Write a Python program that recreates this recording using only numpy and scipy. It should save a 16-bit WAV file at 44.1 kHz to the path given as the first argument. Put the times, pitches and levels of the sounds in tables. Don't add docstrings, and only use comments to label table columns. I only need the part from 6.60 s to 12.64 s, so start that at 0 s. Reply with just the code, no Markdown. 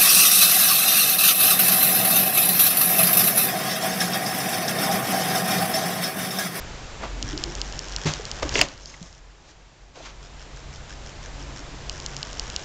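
import sys
import numpy as np
from scipy import signal
from scipy.fft import rfft, irfft
from scipy.io import wavfile
from scipy.ndimage import uniform_filter1d

SR = 44100
rng = np.random.default_rng(int(sys.argv[2]) if len(sys.argv) > 2 else 0)


def master_out(mix):
    frames = np.transpose(np.atleast_2d(mix))
    ceiling = np.clip(frames, -1, 1)
    pcm = np.round(ceiling * 32767).astype(np.int16)
    wavfile.write(sys.argv[1], SR, pcm)


N = 266452
T = np.arange(N) / SR

# t/s, metal level/dB, contact time/s, favoured metal f/Hz, panel level/dB, favoured panel f/Hz
IMPACTS = [(.424, -48, .008, 1400, -37, 580), (.438, -36.5, 0.0037, 1400, -28, 690),
           (1.454, -31, 0.0086, 3000, -16, 230), (1.827, -22.5, .007, 1300, -19.5, 560),
           (1.846, -45, 0.0071, 1400, -23.5, 310), (1.94, -19, .016, 5600, -43, 390),
           (1.9553, -6.5, 0.00067, 2580, -20, 390), (1.957, -13, 0.0036, 2345, -19.5, 390),
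           (1.9787, -30, 0.0017, 6800, -33, 600), (1.972, -21.5, 0.0062, 2500, -27, 390),
           (1.98, -14.5, 0.0048, 2505, -24, 400), (1.9902, -12.5, 0.0023, 6660, -29, 600),
           (1.992, -11, 0.0046, 1980, -21, 850), (2.0131, 1.5, .00035, 2650, -26, 590),
           (2.0147, -5, .0016, 4800, -17, 590), (2.0149, -2, .0008, 7300, -24, 860),
           (2.0154, -9, .0012, 2650, -26, 1130), (2.0175, -13, 0.0061, 2380, -18.5, 600),
           (2.339, -33, 0.0072, 1960, -49, 900), (3.368, -45, 0.016, 1300, -31.5, 540),
           (3.397, -52, .012, 1400, -35, 650), (3.455, -48, 0.0064, 2200, -38, 1000)]
# f/Hz, level/dB, T60/s
LATCH_MODES = [(1380, -6, .01), (2000, -3, .009), (2350, -2, .005), (2750, 0, .0052), (3550, -8, .006),
               (4250, -6, .006), (4880, 0, .008), (5600, -8, .007), (6500, -5, .006), (7400, -6, .006)]
PANEL_MODES = [(160, -0.5, 0.13), (235.6, -2, 0.059), (301.6, -3.5, 0.093), (400, 2.5, 0.042),
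               (510, -4.5, 0.05), (623, -1, 0.054), (690, 5.5, 0.016), (917, 0, 0.06), (1120, 0, .03)]
def latch():
    out = np.zeros(N)
    for s, metal_db, contact, metal_hz, panel_db, panel_hz in IMPACTS:
        chatter = rng.standard_normal(1500) * np.exp(-(T[:1500] / contact) ** 4)
        force = signal.unit_impulse(1500) + .3 * min(contact / .004, 1) * chatter
        for modes, db, centre in (LATCH_MODES, metal_db, metal_hz), (PANEL_MODES, panel_db, panel_hz):
            add(out, s, gain_of(db) * struck(modes, force, lambda hz: -20 * abs(np.log2(hz / centre))))
    return out


# t/s, level/dB, favoured f/Hz
MOTOR_STOPS = [(0.627, -8, 4800), (0.7772, -13.5, 5140), (0.8388, -8.5, 5400), (0.9525, -15, 6700),
               (1.0157, -6, 4830), (1.125, -19, 5800), (1.1919, -10, 5170), (1.285, -21, 5600),
               (1.3224, -21.5, 5500), (1.3633, -8, 5240), (1.5375, -10, 5440), (1.6536, -14.5, 4700),
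               (1.715, -9.5, 4840), (1.83, -17, 4210), (1.8929, -11, 5500), (2.0862, -21, 4110),
               (2.1779, -29.5, 4650), (2.258, -21, 5100), (2.366, -36, 6460), (2.4283, -23.5, 4280),
               (2.528, -33, 5490), (5.2964, -9, 4720), (5.401, -20, 5800), (5.4626, -9.5, 4710),
               (5.5662, -14, 5540), (5.6295, -10, 4700), (5.7304, -19.5, 5780), (5.7963, -8.5, 5200),
               (5.9007, -16.5, 5400), (5.963, -6.5, 5430)]
# f/Hz, level/dB, T60/s
HOUSING_MODES = [(2935, -0.5, 0.0061), (4200, -3, 0.0064), (4810, -2, 0.0053), (5500, -1.5, 0.0041),
                 (6800, -3.5, 0.0055), (7700, -11.5, 0.0044), (8530, -9.5, 0.0042)]
def motor_ticks():
    ticks = np.zeros(N)
    for s, db, centre in MOTOR_STOPS:
        def weight_db(hz):
            return 1.9 * np.log2(hz / 4900) + 4.8 * np.exp(-(np.log2(hz / centre) / .16) ** 2)
        rattle = .12 * rng.standard_normal(60) * np.exp(-T[:60] / .0005)
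        tick = struck(HOUSING_MODES, signal.unit_impulse(60) + rattle, weight_db, rise=.00014)
        add(ticks, s - .0003, gain_of(db) * tick)
    return signal.sosfilt(signal.butter(3, 2400, "high", fs=SR, output="sos"), ticks)


STEP_S, REPEAT_S = .0102, .1667
HARD_STOP_DB, HARD_RUN_S, SOFT_RUN_S = -12, .075, .058
# t/s, count, relative level/dB, duration/s
FREE_RUNS = [(0.678, 1, 8.5, 0.065), (1.415, 1, 7, 0.13), (3.628, 9, 8.5, 0.046)]
# f/Hz, bandwidth/Hz, level/dB
STEP_RESONANCES = [(5400, 830, -1), (6400, 270, -13.5), (3130, 960, -5.5), (1630, 360, 0.5),
                   (8650, 600, -18.5)]
def motor_steps():
    runs = [(s + 2 * STEP_S, 5.5, HARD_RUN_S) if db > HARD_STOP_DB else (s + STEP_S, 5.5, SOFT_RUN_S)
            for s, db, _ in MOTOR_STOPS]
    runs += [(s + k * REPEAT_S, db, length) for s, count, db, length in FREE_RUNS for k in range(count)]
    pulse = np.minimum(T[:300] / .00056, 1) * np.exp(-T[:300] / .0031)
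    envelope = np.zeros(N)
    for s, db, length in runs:
        run_db = db + background_db(s)
        for k, uneven_db in enumerate(1.9 * rng.standard_normal(12)):
            inside = np.clip(length / STEP_S - k, 0, 1)
            add(envelope, s + k * STEP_S, inside * gain_of(run_db + uneven_db) * pulse)
    bursts = envelope * rng.standard_normal(N)
    return gain_of(9.5) * sum(gain_of(db) * resonate(bursts, hz, bw) for hz, bw, db in STEP_RESONANCES)


# t/s, level/dB, f/Hz, T60/s
SOFT_BLOWS = [(0.644, -19.5, 109, 0.073), (1.4537, -15.5, 152, 0.24), (1.47, -21, 91, 0.18),
              (2, -21.5, 90, 0.074), (1.596, -21, 438, 0.04), (1.838, -22, 65, 0.24),
              (1.919, -18.5, 69, 0.116), (2.414, -26.5, 174, 0.1)]
def thuds():
    out, t = np.zeros(N), T[:SR // 3]
    onset = 1 - np.exp(-t / .00088)
    for s, db, hz, t60 in SOFT_BLOWS:
        add(out, s, -gain_of(db - 60 * t / t60) * np.sin(2 * np.pi * hz * t) * onset)
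    return out


# t/s, rise/s, hold/s, fall/s, level/dB, tilt/(dB per octave), wood level/dB
SLIDES = [(0.434, 0.046, .01, 0.078, -31, -8, -37), (1.459, .005, 0.024, 0.11, -24, -1.2, -32),
          (1.829, 0.0099, 0.0027, 0.012, -20.5, -5, -28), (1.85, 0.019, 0.029, .04, -54, -5, -34.5),
          (1.964, 0.063, 0.061, 0.046, -28, 1.3, -28), (2.03, 0.021, 0.0209, 0.13, -34.5, -3, -38.5),
          (2.209, .02, .02, .05, -54, 1, -57), (2.275, 0.044, 0.093, 0.034, -51.5, 1.5, -51.5),
          (2.429, .05, 0.035, 0.14, -58.5, 6.5, -50), (2.902, .12, 0.0084, .04, -52, 1, -55),
          (3.359, 0.029, 0.077, .04, -46, -1.3, -48.5), (3.46, .06, 0.011, 0.081, -36.5, -3, -51)]
# f/Hz, level/dB
FRICTION_SPECTRUM = [(300, -18), (900, -5.5), (2500, -3), (4200, -3.5), (5300, -4.5), (5900, -3),
                     (6500, -3.5), (7500, -10)]
# f/Hz, bandwidth/Hz, level/dB
WOOD_RESONANCES = [(146, 60, 1.5), (295, 100, 7), (550, 58, 5), (650, 36, -9), (1000, 400, -9)]
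def rubbing():
    out, n = np.zeros(N), SR // 2
    octaves = np.log2(np.fft.rfftfreq(n, 1 / SR) / 2000 + 1e-9).clip(-2, 2)
    for *timing, db, tilt_db, wood_db in SLIDES:
        start, envelope = stroke(*timing)
        friction = uneven_noise(n, depth_db=1.4, span=150)
        hiss = unit_rms(coloured(friction, FRICTION_SPECTRUM))
        hiss = irfft(rfft(hiss) * gain_of(tilt_db * octaves), n)
        wood = unit_rms(sum(gain_of(d) * resonate(friction, hz, bw) for hz, bw, d in WOOD_RESONANCES))
        rub = gain_of(db) * hiss + gain_of(wood_db) * wood
        add(out, start, rub[:len(envelope)] * envelope)
    return out


# t/s, rise/s, hold/s, fall/s, level/dB, f/Hz
FLOOR_GROANS = [(0.651, 0.14, .01, 0.062, -34.5, 270), (0.746, 0.098, 0.042, 0.088, -32.5, 304),
                (0.879, 0.14, 0.019, 0.1, -38.5, 340), (4.868, 0.22, .14, .07, -45, 284.4),
                (5.139, .06, .01, .15, -47.5, 276)]
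def floor_groans():
    out = np.zeros(N)
    for *timing, db, hz in FLOOR_GROANS:
        start, envelope = stroke(*timing)
        tone = unit_rms(narrow_band(rng.standard_normal(SR), hz, bw=95))
        add(out, start, gain_of(db) * tone[-len(envelope):] * envelope)
    return out


# t/s, rise/s, hold/s, fall/s, level/dB
HINGE_SCRAPES = [(2.223, .03, .003, .04, -55), (2.274, 0.046, .01, 0.13, -46.5),
                 (2.47, 0.09, .005, .04, -54)]
# f/Hz, bandwidth/Hz, level/dB
HINGE_RESONANCES = [(5250, 600, -2), (6340, 410, -1)]
def hinge():
    slips = uneven_noise(N, depth_db=3.1, span=200)
    ring = sum(gain_of(db) * narrow_band(slips, hz, bw) for hz, bw, db in HINGE_RESONANCES)
    pressure = np.zeros(N)
    for *timing, db in HINGE_SCRAPES:
        start, envelope = stroke(*timing)
        add(pressure, start, gain_of(db) * envelope)
    return unit_rms(ring) * pressure


def room(x, t60=.12):
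    taps = np.zeros(SR // 3)
    slots = np.arange(200, len(taps) - 22, 22)
    taps[slots + rng.integers(0, 22, len(slots))] = rng.choice([-1., 1.], len(slots))
    taps *= gain_of(-60 * T[:len(taps)] / t60)
    return signal.fftconvolve(x, taps / np.linalg.norm(taps))[:N]


# f/Hz, relative level/dB
HISS_SPECTRUM = [(88, -30.5), (150, -1.5), (174, -6), (257, -7.5), (447, -8), (673, -8.5), (818, -9.5),
                 (1550, -13.5), (7400, -21.5), (9620, -28.5), (16300, -120)]
RUMBLE_SPECTRUM = [(8, -10.5), (20, -7), (70, -13), (110, -16.5), (200, -33.5), (400, -60)]
# f/Hz, bandwidth/Hz, level/dB
HUM_LINES = [(44.67, 6.3, 3), (135.55, 10.4, -7.5), (67.6, 9.3, -7), (100.4, 9, -12.5)]
# t/s, level/dB
LOW_GAIN = [(0, 2.5), (.8, 3), (1.5, 0.5), (1.85, 2.5), (2.3, 2.5), (3.4, 2), (4.3, 5), (6.04, 1.5)]
def background():
    hiss_noise, hum_noise, rumble_noise = rng.standard_normal((3, N))
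    hiss = gain_of(2) * unit_rms(coloured(hiss_noise, HISS_SPECTRUM))
    hum = sum(gain_of(db) * unit_rms(narrow_band(hum_noise, hz, bw)) for hz, bw, db in HUM_LINES)
    drift = unit_rms(uniform_filter1d(uniform_filter1d(rng.standard_normal(N), 3000), 3000))
    rumble = gain_of(2.5 * drift - 1) * unit_rms(coloured(rumble_noise, RUMBLE_SPECTRUM))
    low = (hum + rumble) * gain_of(np.interp(T, *np.transpose(LOW_GAIN)))
    return (hiss + low) * gain_of(background_db(T))


# t/s, level/dB
BACKGROUND_GAIN = [(0.0, -40), (0.39, -41.5), (0.87, -39.5), (1.21, -40.5), (1.82, -40), (1.95, -36),
                   (2.07, -47), (2.3, -51.5), (2.55, -53.5), (3.4, -55), (3.53, -49.5), (3.8, -47),
                   (4.66, -43.5), (6.04, -40.5)]
def background_db(t):
    return np.interp(t, *np.transpose(BACKGROUND_GAIN))


def struck(modes, force, weight_db, rise=1e-5):
    t = T[:SR // 5]
    ring = sum((-1) ** k * gain_of(db + weight_db(hz) - 60 * t / t60) * np.sin(2 * np.pi * hz * t)
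               for k, (hz, db, t60) in enumerate(modes))
    sound = signal.fftconvolve(force, ring * (1 - np.exp(-(t / rise) ** 2)))
    return sound / abs(sound).max()


def resonate(x, hz, bw):
    carrier = np.exp(2j * np.pi * np.cumsum(np.full(len(x), hz)) / SR)
    pole = np.exp(-np.pi * bw / SR)
    return 2 * (carrier * signal.lfilter([1 - pole], [1, -pole], x / carrier)).real


def narrow_band(x, hz, bw):
    return resonate(resonate(x, hz, bw), hz, bw)


def coloured(x, spectrum):
    hz, db = np.transpose(spectrum)
    bins = np.fft.rfftfreq(len(x), 1 / SR)
    return irfft(rfft(x) * gain_of(np.interp(np.log(bins + 1), np.log(hz + 1), db)), len(x))


def uneven_noise(n, depth_db, span):
    noise, lumps = rng.standard_normal((2, n))
    return noise * gain_of(depth_db * unit_rms(uniform_filter1d(lumps, span)))


def stroke(s, rise, hold, fall):
    t = np.arange(-rise, hold + fall, 1 / SR)
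    db = -20 * (np.maximum(-t / rise, 0) + np.maximum(t - hold, 0) / fall)
    return s - rise, gain_of(db) * signal.windows.tukey(len(t), .1)


def gain_of(db):
    return 10 ** (np.asarray(db) / 20)


def unit_rms(x):
    return x / np.sqrt(np.mean(x ** 2) + 1e-20)


def add(mix, s, sound):
    part = mix[round(s * SR):][:len(sound)]
    part += sound[:len(part)]


def scene():
    friction = rubbing() + floor_groans()
    impacts = latch()
    door = impacts + gain_of(-22.5) * room(impacts) + hinge()
    return (door + thuds() + friction + motor_ticks() + motor_steps() + background())[None]


OVERLOAD, CUTOFF_HZ = .66, 15900
# f/Hz, level/dB
MIC_RESPONSE = [(20, -4.5), (7400, -0.5), (7800, -8), (8000, -16.5), (8300, -12.5), (8800, -21.5),
                (9100, -59), (9500, -93)]
def record(dry):
    saturated = np.clip(coloured(dry[0], MIC_RESPONSE), -OVERLOAD, OVERLOAD)
    lowpass = signal.firwin(511, CUTOFF_HZ, window=("kaiser", 9), fs=SR)
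    return signal.oaconvolve(saturated, lowpass, "same")[None]


dry = scene()
out = record(dry)
master_out(out)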